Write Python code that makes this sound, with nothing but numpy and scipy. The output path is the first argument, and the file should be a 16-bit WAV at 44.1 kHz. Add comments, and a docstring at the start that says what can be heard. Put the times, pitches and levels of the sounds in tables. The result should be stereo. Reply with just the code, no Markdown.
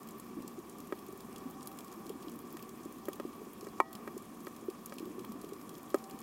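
"""Snapping shrimp crackle on a shallow reef, heard by a camera in a sealed housing. Near snaps are clicks
with short noise tails; far ones blend to a hiss. Water washes through the housing resonances, over a
steady low drone and a faint hum that comes and goes. Fish drum their swim bladders in short low thumps.
Now and then a sharp knock sets the housing ringing. Two microphones feed a limiter."""
import sys
import numpy as np
from scipy import signal
from scipy.fft import rfft, irfft, next_fast_len
from scipy.io import wavfile

SR = 44100
rng = np.random.default_rng(int(sys.argv[2]) if len(sys.argv) > 2 else 0)


def master_out(mix):
    """Clip the mix to full scale and print it as 16-bit PCM to the path in sys.argv[1]."""
    frames = np.transpose(np.atleast_2d(mix))
    ceiling = np.clip(frames, -1, 1)
    pcm = np.round(ceiling * 32767).astype(np.int16)
    wavfile.write(sys.argv[1], SR, pcm)


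N = 274302


def amp(db):
    """Decibels to gain."""
    return 10 ** (np.asarray(db, float) / 20)


def rms_one(x):
    """Scale to rms 1."""
    return x / np.sqrt(np.mean(x ** 2) + 1e-20)


def in_time(rows):
    """Columns of a time curve, one value per sample."""
    time_s, *columns = np.transpose(rows)
    return [np.interp(np.arange(N) / SR, time_s, column) for column in columns]


def at_hz(points, hz):
    """Spectrum interpolated over log frequency."""
    freq_hz, values = np.transpose(points)
    return np.interp(np.log(hz), np.log(freq_hz), values)


def drift(rate_hz):
    """Low-passed random curve, rms about 1."""
    hop, settle = 40, 2000
    r = np.exp(-2 * np.pi * rate_hz * hop / SR)
    slow = signal.lfilter([1], [1, -2 * r, r * r], rng.standard_normal(N // hop + settle + 2))[settle:]
    return np.interp(np.arange(N) / hop, np.arange(len(slow)), rms_one(slow))


def resonance(x, hz, width_hz, stages=1):
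    """Two-pole peaks in series, unity gain on top."""
    r = np.exp(-np.pi * width_hz / SR)
    gain = (1 - r * r) / 2
    for _ in range(stages):
        x = signal.lfilter([gain, 0, -gain], [1, -2 * r * np.cos(2 * np.pi * hz / SR), r * r], x)
    return x


def ring(clicks, hz, t60_s):
    """One mode: a unit click starts a decaying unit sine."""
    r, w = amp(-60 / (t60_s * SR)), 2 * np.pi * hz / SR
    return signal.lfilter([0, np.sin(w)], [1, -2 * r * np.cos(w), r * r], clicks + 1e-18)


def band(x, low_hz, high_hz, order=2):
    """Butterworth band-pass."""
    return signal.sosfilt(signal.butter(order, [low_hz, high_hz], "band", fs=SR, output="sos"), x)


def stereo_noise(correlation):
    """White noise, partly alike in the two channels."""
    mid, side = rng.standard_normal((2, N))
    return np.sqrt(1 + correlation) * mid + np.sqrt(1 - correlation) * side * [[1], [-1]]


def low_wash(level_db):
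    """Surge noise in third octaves; each band above 150 Hz swells on its own."""
    # surge spectrum: freq_hz, density_db
    spectrum = [(12, -56), (20, -25.5), (123, -13.5), (226, -0.5), (295, -4), (364, -3), (536, -19),
                (621, -55), (700, -14.5), (910, -73), (1540, -120)]
    edges_hz, out = 20 * 2 ** np.arange(0, 5.4, 1 / 3), 0
    white = [stereo_noise(correlation=.9) for _ in range(2)]
    for k, (low, high) in enumerate(zip(edges_hz, edges_hz[1:])):
        swell_db = .94 * drift(rate_hz=6.1) * (low > 150)
        out += amp(at_hz(spectrum, np.sqrt(low * high)) + swell_db) * band(white[k % 2], low, high)
    return amp(level_db) * rms_one(out)


def middle_wash(level_db):
    """Water noise through the housing's midrange resonances."""
    # housing resonances: centre_hz, nominal_width_hz, gain_db
    peaks = [(566, 56, -6.5), (717, 133, -6.5), (1019, 160, -4.5), (1144.5, 66, 4.5), (1220, 148, -9.5),
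             (1450, 290, -8.5), (1490, 650, -13.5), (1817, 146, -9), (2280, 155, -17)]
    noise = stereo_noise(correlation=.14) * amp(.61 * drift(rate_hz=8.8))
    out = sum((-1) ** k * amp(db) * resonance(noise, hz, 1.46 * width_hz, stages=2)
              for k, (hz, width_hz, db) in enumerate(peaks))
    return amp(level_db) * rms_one(out)


def wash():
    """Moving water: low and middle noise rise and fall slowly."""
    # wash levels: time_s, low_db, middle_db
    levels = [(0.0, -50, -53.5), (0.62, -49, -54), (0.92, -50.5, -54), (1.39, -47.5, -52.5),
              (1.8, -50.5, -51.5), (2.32, -48.5, -53.5), (2.87, -50, -54), (3.5, -49.5, -53.5),
              (3.97, -49, -52.5), (4.28, -50, -55), (4.8, -51, -54), (5.21, -47.5, -53.5),
              (5.89, -50.5, -53), (6.22, -50, -52)]
    low_db, middle_db = in_time(levels)
    return low_wash(low_db) + middle_wash(middle_db)


def hums():
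    """Two narrow noise bands: a steady low drone, a higher hum that comes and goes."""
    # higher hum: time_s, level_db
    hum_levels = [(0.0, -86), (1.19, -75), (1.63, -59), (1.94, -67), (2.11, -60.5), (2.44, -99), (3.1, -64),
                  (3.6, -95), (5.5, -86), (5.9, -70), (6.1, -53), (6.22, -77)]
    drone_db, hum_db = -60.5, in_time(hum_levels)[0]
    drone = resonance(rng.standard_normal(N), hz=230.5, width_hz=2.9, stages=2)
    hum = resonance(rng.standard_normal(N), hz=778, width_hz=22, stages=2)
    return amp(drone_db) * rms_one(drone) + amp(hum_db) * rms_one(hum)


def snap_envelope(clicks):
    """A snap swells within a millisecond and dies fast; faint reef echoes last longer."""
    direct_t60_s, echo_t60_s, echo_db = .017, .07, -13
    power = signal.lfilter([.05], [1, -.95], clicks ** 2)
    direct = signal.lfilter([1], [1, -amp(-120 / (direct_t60_s * SR))], power)
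    echoes = signal.lfilter([1], [1, -amp(-120 / (echo_t60_s * SR))], power)
    return np.sqrt(direct + amp(2 * echo_db) * echoes)


def housing_treble(x):
    """Small housing resonances lift parts of the treble."""
    # treble resonances: centre_hz, width_hz, boost_db
    peaks = [(3323, 75, 7), (5220, 470, 1.5), (7100, 280, 1.5), (9400, 300, 3.5), (10300, 280, 0.5),
             (12400, 450, 5), (13800, 750, 2)]
    return x + sum((amp(db) - 1) * resonance(x, hz, width_hz) for hz, width_hz, db in peaks)


def far_crackle(level_db):
    """Countless far snaps blend to a hiss; larger ones stand out as small bursts."""
    # hiss spectrum: freq_hz, density_db
    spectrum = [(2000, 6), (3000, 1.5), (4000, -1.5), (6000, 1), (9000, -1), (13000, -0.5), (14500, -1),
                (16000, -3.5)]
    bursts_per_s = 45
    edges_hz, out = 2000 * 2 ** np.arange(0, 3.1, .5), 0
    onsets = rng.random(N) < bursts_per_s / SR
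    size_db = 2 * np.minimum(rng.exponential(1, N), 3) - 3
    white = [stereo_noise(correlation=.25) for _ in range(2)]
    for k, (low, high) in enumerate(zip(edges_hz, edges_hz[1:])):
        colour_db = 5 * rng.standard_normal(N)
        bursts = snap_envelope(onsets * amp(size_db + colour_db))
        cluster_db = 1.55 * drift(rate_hz=31)   # clusters of shrimp come and go
        gain = amp(at_hz(spectrum, np.sqrt(low * high)) + cluster_db)
        out += gain * np.sqrt(1 + bursts ** 2) * band(white[k % 2], low, high)
    return amp(level_db) * rms_one(housing_treble(out))


def near_snaps():
    """Near shrimp: a sharp front, then dying noise in five bands, coloured anew for each snap."""
    # shrimp snaps: start_s, level_db, tilt_db_per_oct, hollow_db_per_oct2, left_minus_right_db
    snaps = [(0.031, -45, 4, 2, 2.0), (0.0727, -45, 3.5, 6, 1.5), (0.0875, -39.5, 1.5, 3.5, 3.0),
             (0.1082, -41, 0, -7.9, 1.0), (0.1982, -37.5, 3, -5, 0), (0.4217, -45, 1, 1, -1.0),
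             (0.478, -35.5, -1.5, 0, 2), (0.5895, -43, -0.9, -6.4, 0.5), (0.696, -35.5, 6, -15, -1),
             (0.784, -42, 3, -0.4, -1.5), (0.803, -41, 2, -3, 0.5), (0.872, -44, 6, -10, 2.5),
             (0.924, -44.5, -4.5, 4.5, 0.0), (0.9908, -46, 6, -1, 1.0), (1.0647, -49, 1.3, 8, 3.5),
             (1.0838, -47, 4, -6, 2.0), (1.1253, -49, 5, 3.0, 1.0), (1.1748, -48, 8, 3, -1.0),
             (1.2054, -41, -2, 3, -2), (1.3273, -42, 0, -8.3, 1.5), (1.3603, -38.5, -5.5, 0, 0),
             (1.3812, -42, 1, 3, -1.0), (1.5087, -46.5, 9, 0, 2.0), (1.6084, -43, -8, -4, -1.0),
             (1.6204, -46, 0.4, -0.7, 1), (1.6287, -35, -1, -9, -1), (1.6584, -46, 2.5, -0.2, 0.0),
             (1.6724, -32, 1.5, -4, 2), (1.7148, -49, 1.5, 9.5, -1), (1.7274, -47, 1.7, 1.5, -0.5),
             (1.7749, -49, 4.7, 2, 1.0), (1.7878, -36, -1.5, 2, 0), (1.8064, -40.5, 0, 0, 0),
             (1.8453, -41.5, 2, -5, 5), (1.8803, -39.5, -3, -4, -2.0), (1.9157, -44, -1.6, -1.0, 3.0),
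             (1.9244, -39, -5, -1.5, 0.5), (1.9381, -47, 0.5, 1, 0.0), (2.0656, -40.5, -2, 0.5, -1),
             (2.0938, -35.5, -3, -0.5, -1.5), (2.2265, -42, -12, -3.5, -1), (2.2825, -45, -6.8, 4.5, 0.5),
             (2.2957, -43, 4, 1.1, 1.5), (2.3168, -41.5, 2, -2.3, 1.0), (2.3577, -52, 6, 5.2, 3.0),
             (2.3896, -44, 5, 1, 1), (2.4162, -51, 6, 0.1, 0.5), (2.5042, -44, 0, -2, 2.5),
             (2.5138, -49, 0.6, 1, -0.5), (2.5261, -46.5, 11, 1, -0.5), (2.569, -38.5, -2, 0, 2.0),
             (2.5924, -51, -5.2, 7.5, -1), (2.6253, -41.5, 1, 4, 1.0), (2.6917, -40, 1.4, -2, 0),
             (2.8333, -39, 0, -19, -2.5), (2.8518, -42.5, 4, -8, 1.5), (2.9242, -46, 5.6, -1, 2.5),
             (2.9835, -48, 6, -3.2, 1), (3.0542, -37, 0.5, 2, 2.0), (3.085, -37, 3, 5, 1),
             (3.1312, -35, 0.5, 3, 1), (3.1564, -46, 4, 5, 3.5), (3.1986, -40.5, -5, 2.5, 0),
             (3.5322, -47, 9, 1, -1.0), (3.609, -36.5, -6, -3, 0), (3.6462, -45, -4, 0.0, -1.5),
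             (3.6694, -45.5, -1, -1, 2.5), (3.6854, -48, -2.8, -7, 1.5), (3.8018, -30.5, -7, 1, -1),
             (3.9295, -36, 1, 4, 0), (3.952, -36, -3.5, 2, -1), (4.0763, -44.5, -3, 5.5, -3.0),
             (4.1775, -37.5, 7, -8, -1), (4.2224, -45, 4, -6.4, 0.5), (4.404, -43.5, 2, -5.1, 0.5),
             (4.448, -46, 4, -2.3, 2.5), (4.4678, -40.5, -3, 4.5, -1.0), (4.4804, -44, 3.0, -2.4, 1.5),
             (4.5632, -44, -2, 1.2, 2.5), (4.7007, -39.5, -2.5, 2.2, -3), (4.8594, -32, 7.5, -8, -2),
             (4.8956, -40, -6, -4, 1.0), (4.9226, -43.5, -6.8, 2, -1.0), (4.939, -47, 6, 4.3, 2.0),
             (4.9651, -49, 6, -1, 0.5), (4.9837, -36.5, -6.5, 1.6, -4), (4.9964, -40.5, -4.6, 1, -3),
             (5.0543, -47, 0.2, 6.5, 0.5), (5.1932, -40, -5, 1.2, 0.5), (5.2476, -45, 0.4, 9.5, -2),
             (5.2964, -59, 6.6, 7.1, -1.5), (5.32, -39.5, -1, 2, -1.0), (5.4142, -40, 1, -10, -3.0),
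             (5.4369, -53, 1.6, 5.7, 3.5), (5.4453, -44.5, -5, 4, -1.5), (5.491, -46, -1, 4, 1.5),
             (5.5334, -40, -2, -2, 1.0), (5.6124, -48, 2, 2.1, -2.0), (5.6253, -54, 5.0, 3.7, 2.0),
             (5.6925, -38.5, -0.8, 0, -3), (5.7392, -56, 5, 7.8, -1.0), (5.7519, -45.5, -4.0, 2.2, 4),
             (5.7805, -46, 7, 2, 2.0), (5.8304, -47, 5, 1, 2.5), (5.9025, -37, -4.3, -2.8, 1),
             (5.9124, -49, 1.7, -0.7, 3.5), (5.9438, -28.5, -3.5, -2, 0.5), (5.9602, -50, 5, 10, -0.5),
             (5.985, -42, -2.0, -1.7, 0.5), (6.0405, -37.5, -6, -4, 3), (6.0972, -45, 1, 7.5, 3.0),
             (6.11, -37, -5, -4.5, 2), (6.1894, -39.5, -1.5, 1, 1.0), (6.2034, -43, 3.7, -1.9, 1.5),
             (6.215, -43, -6, -4.1, 1.5)]
    # spectrum common to all snaps: freq_hz, gain_db
    spectrum = [(2800, -22), (4600, -17), (7500, -13), (11000, -12.5), (15000, -15.5)]
    # snap bands: edge_hz
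    edges_hz = [2200, 3600, 6000, 9500, 13000, 17000]
    start_s, level_db, tilt, hollow, pan_db = np.transpose(snaps)
    onsets, out = np.round(start_s * SR).astype(int), 0
    pivot_hz, front_gain = 7000, 3.8
    scatter_db = 1.5 * rng.standard_normal((len(snaps), 5))
    for k, (low, high) in enumerate(zip(edges_hz, edges_hz[1:])):
        centre_hz = np.sqrt(low * high)
        octaves = np.log2(centre_hz / pivot_hz)
        colour_db = at_hz(spectrum, centre_hz) + tilt * octaves + hollow * octaves ** 2 + scatter_db[:, k]
        clicks = np.zeros((2, N))
        clicks[:, onsets] = amp(level_db + colour_db + pan_db * [[.5], [-.5]])
        burst = front_gain * clicks + snap_envelope(clicks) * stereo_noise(correlation=.033)
        out += band(band(burst, low, high), low, high) * np.sqrt(SR / 2 / (high - low))
    return housing_treble(out)


def fish_thumps():
    """A drummed swim bladder: a few cycles that swell fast and fade."""
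    # thumps: start_s, level_db, pitch_hz, half_length_cycles
    thumps = [(0.369, -35, 310, 5.2), (0.387, -34.5, 308, 2.6), (0.404, -35, 276, 1.6),
              (0.431, -47, 264, 5.4), (0.444, -41, 313, 5.4), (0.581, -39, 355, 8), (0.798, -40, 260, 4),
              (1.088, -41, 356, 4.5), (1.131, -40, 380, 5), (1.239, -45, 233, 8.4),
              (1.455, -39.5, 266, 9.2), (1.559, -41, 267, 3.1), (1.967, -44.5, 334, 14),
              (2.058, -41.5, 350, 4.3), (2.1, -35, 405, 5.4), (2.152, -39, 288, 4.6), (2.271, -37, 305, 5),
              (2.358, -43, 302, 8), (2.544, -40.5, 313, 6.9), (2.806, -43.5, 340, 4.2),
              (2.857, -35, 335, 3.9), (3.251, -30.5, 352, 3.1), (3.415, -38.5, 397, 5.8),
              (3.468, -39.5, 374, 4.5), (3.628, -38, 388, 5.4), (3.95, -45, 215, 7.9),
              (4.166, -34.5, 381, 4.5), (4.684, -27, 372, 4.6), (5.004, -35.5, 347, 3.7),
              (5.028, -36, 330, 4.2), (5.057, -41, 322, 6.3), (5.069, -37.5, 365, 7.4),
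              (5.104, -35.5, 285, 4), (5.181, -35.5, 370, 5.5), (5.199, -39, 353, 8.8),
              (5.289, -43, 228, 12), (5.352, -41.5, 270, 6.2), (5.441, -36.5, 390, 3.8),
              (5.521, -37.5, 403, 6.9), (5.591, -49, 263, 5.1), (5.733, -40.5, 332, 2.7),
              (6.143, -38, 272, 3)]
    out = np.zeros(N + SR)
    for start_s, level_db, pitch_hz, half_length in thumps:
        cycles = np.arange(int(2 * half_length * SR / pitch_hz)) * pitch_hz / SR
        age = cycles / half_length
        swell = 4.82 * age * np.exp(1 - 4.03 * age)
        onset = round(start_s * SR)
        out[onset:onset + len(cycles)] += amp(level_db) * swell * np.sin(2 * np.pi * cycles)
    return out[:N]


def housing_knocks():
    """A springy contact rings every housing mode, by where it lands and how hard it is."""
    # knocks: start_s, level_db, place (0 wall, 1 lens port), tilt_db_per_oct, hollow_db_per_oct2
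    knocks = [(0.924, -24, 0.048, -0.5, 1.3), (2.569, -48.5, 0.33, 9.5, 1), (3.084, -23.5, .01, -2.5, .3),
              (3.199, -24.5, .1, -3, 0.4), (3.669, -33, 0.11, -4, 2), (3.802, -10.5, 0.93, -0.9, 1.3),
              (4.076, -29, 0.065, 0.5, 1), (4.47, -30.5, 0.1, 0, 1.6), (4.923, -31.5, 0.1, 0, 1.4),
              (5.245, -40.5, 0.57, 1.5, 1.5), (5.318, -44.5, 0.45, 2.5, -1),
              (5.944, -14.5, 0.0091, 0, -1.5)]
    # housing modes: freq_hz, wall_struck_db, port_struck_db, t60_s
    modes = [(324, -16, -48, 0.025), (388.5, -9, -14, 0.032), (565, -12, -21, 0.028),
             (707, -29, -29, 0.045), (787, -30, -25, 0.052), (910, -35, -19, 0.089),
             (989, -28, -8.5, 0.038), (1071, -26, -9, 0.055), (1248, -15, -16, .03),
             (1620, -19, -30, 0.018), (1870, -26, -22, 0.037), (2220, -46, -35, 0.022),
             (2284, -33, -24, 0.04), (662, -56, -45, .65), (775, -53, -45, .65), (1249, -58, -47, .65),
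             (1793, -62, -54, .45), (1922, -60, -47, .55)]
    # contact push, pull, push, half a mode cycle apart: relative_force
    pushes = [.5, -1, .7]
    start_s, level_db, place, tilt, hollow = np.transpose(knocks)
    onsets, out = np.round(start_s * SR).astype(int), 0
    pivot_hz = 600
    scatter_db = 1.5 * rng.standard_normal((len(knocks), len(modes)))
    for k, (hz, wall_db, port_db, t60_s) in enumerate(modes):
        octaves = np.log2(hz / pivot_hz)
        place_db = wall_db + place * (port_db - wall_db)
        colour_db = tilt * octaves + hollow * octaves ** 2 + scatter_db[:, k]
        clicks = np.zeros(N)
        for half_cycle, push in enumerate(pushes, start=-1):
            clicks[onsets + round(half_cycle * SR / hz / 2)] = push * amp(level_db + place_db + colour_db)
        out += ring(clicks, hz, t60_s)
    return band(out, 240, 2550, order=5)   # the wall passes neither deep bass nor treble


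def two_microphones(x):
    """Each microphone sits on its own part of the wall: level and delay differ with frequency."""
    # housing-to-microphone paths: freq_hz, left_minus_right_db, left_lag_ms
    paths = [(300, .5, 0), (400, -.3, -.04), (600, -.4, 0), (780, -5, -.05), (880, -2, 0), (1000, 0, .13),
             (1110, -3, .12), (1240, 1.5, .02), (1620, -2.5, -.08), (1880, -2.5, -.1), (2340, 1, -.04),
             (3300, 3.5, .05), (5000, -5, -.04), (6000, 0, 0), (7100, 2.5, .015), (9000, -1, -.01),
             (12400, 3, 0), (15000, 0, 0)]
    size = next_fast_len(N + 2000)
    hz = np.maximum(np.arange(size // 2 + 1) * SR / size, 1)
    pan_db = at_hz(np.array(paths)[:, [0, 1]], hz)
    lag_s = at_hz(np.array(paths)[:, [0, 2]], hz) / 1000
    side = np.array([[.5], [-.5]])
    response = amp(side * pan_db) * np.exp(-2j * np.pi * hz * side * lag_s)
    return irfft(rfft(x, size) * response, size)[:, :N]


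def scene():
    """Water, animals and knocks, heard through the housing."""
    background = wash() + hums()
    shrimp = far_crackle(level_db=-60) + near_snaps()
    return two_microphones(background + shrimp + fish_thumps() + housing_knocks())


def record(dry):
    """A limiter ducks after loud peaks and recovers; a steep low-pass cuts the top."""
    threshold_db, ratio, attack_s, release_db_per_s = -15, 5, .005, 40
    cutoff_hz = 15900
    peak_db = 20 * np.log10(np.abs(dry).max(axis=0) + 1e-9)
    cut_db = np.maximum(peak_db - threshold_db, 0) * (1 - 1 / ratio)
    release_db = release_db_per_s * np.arange(N) / SR
    held_db = np.maximum.accumulate(cut_db + release_db) - release_db
    r = np.exp(-1 / (attack_s * SR))
    ducked = dry * amp(-signal.lfilter([1 - r], [1, -r], held_db))
    return signal.sosfilt(signal.ellip(10, 1, 70, cutoff_hz, fs=SR, output="sos"), ducked)


dry = scene()
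out = record(dry)
master_out(out)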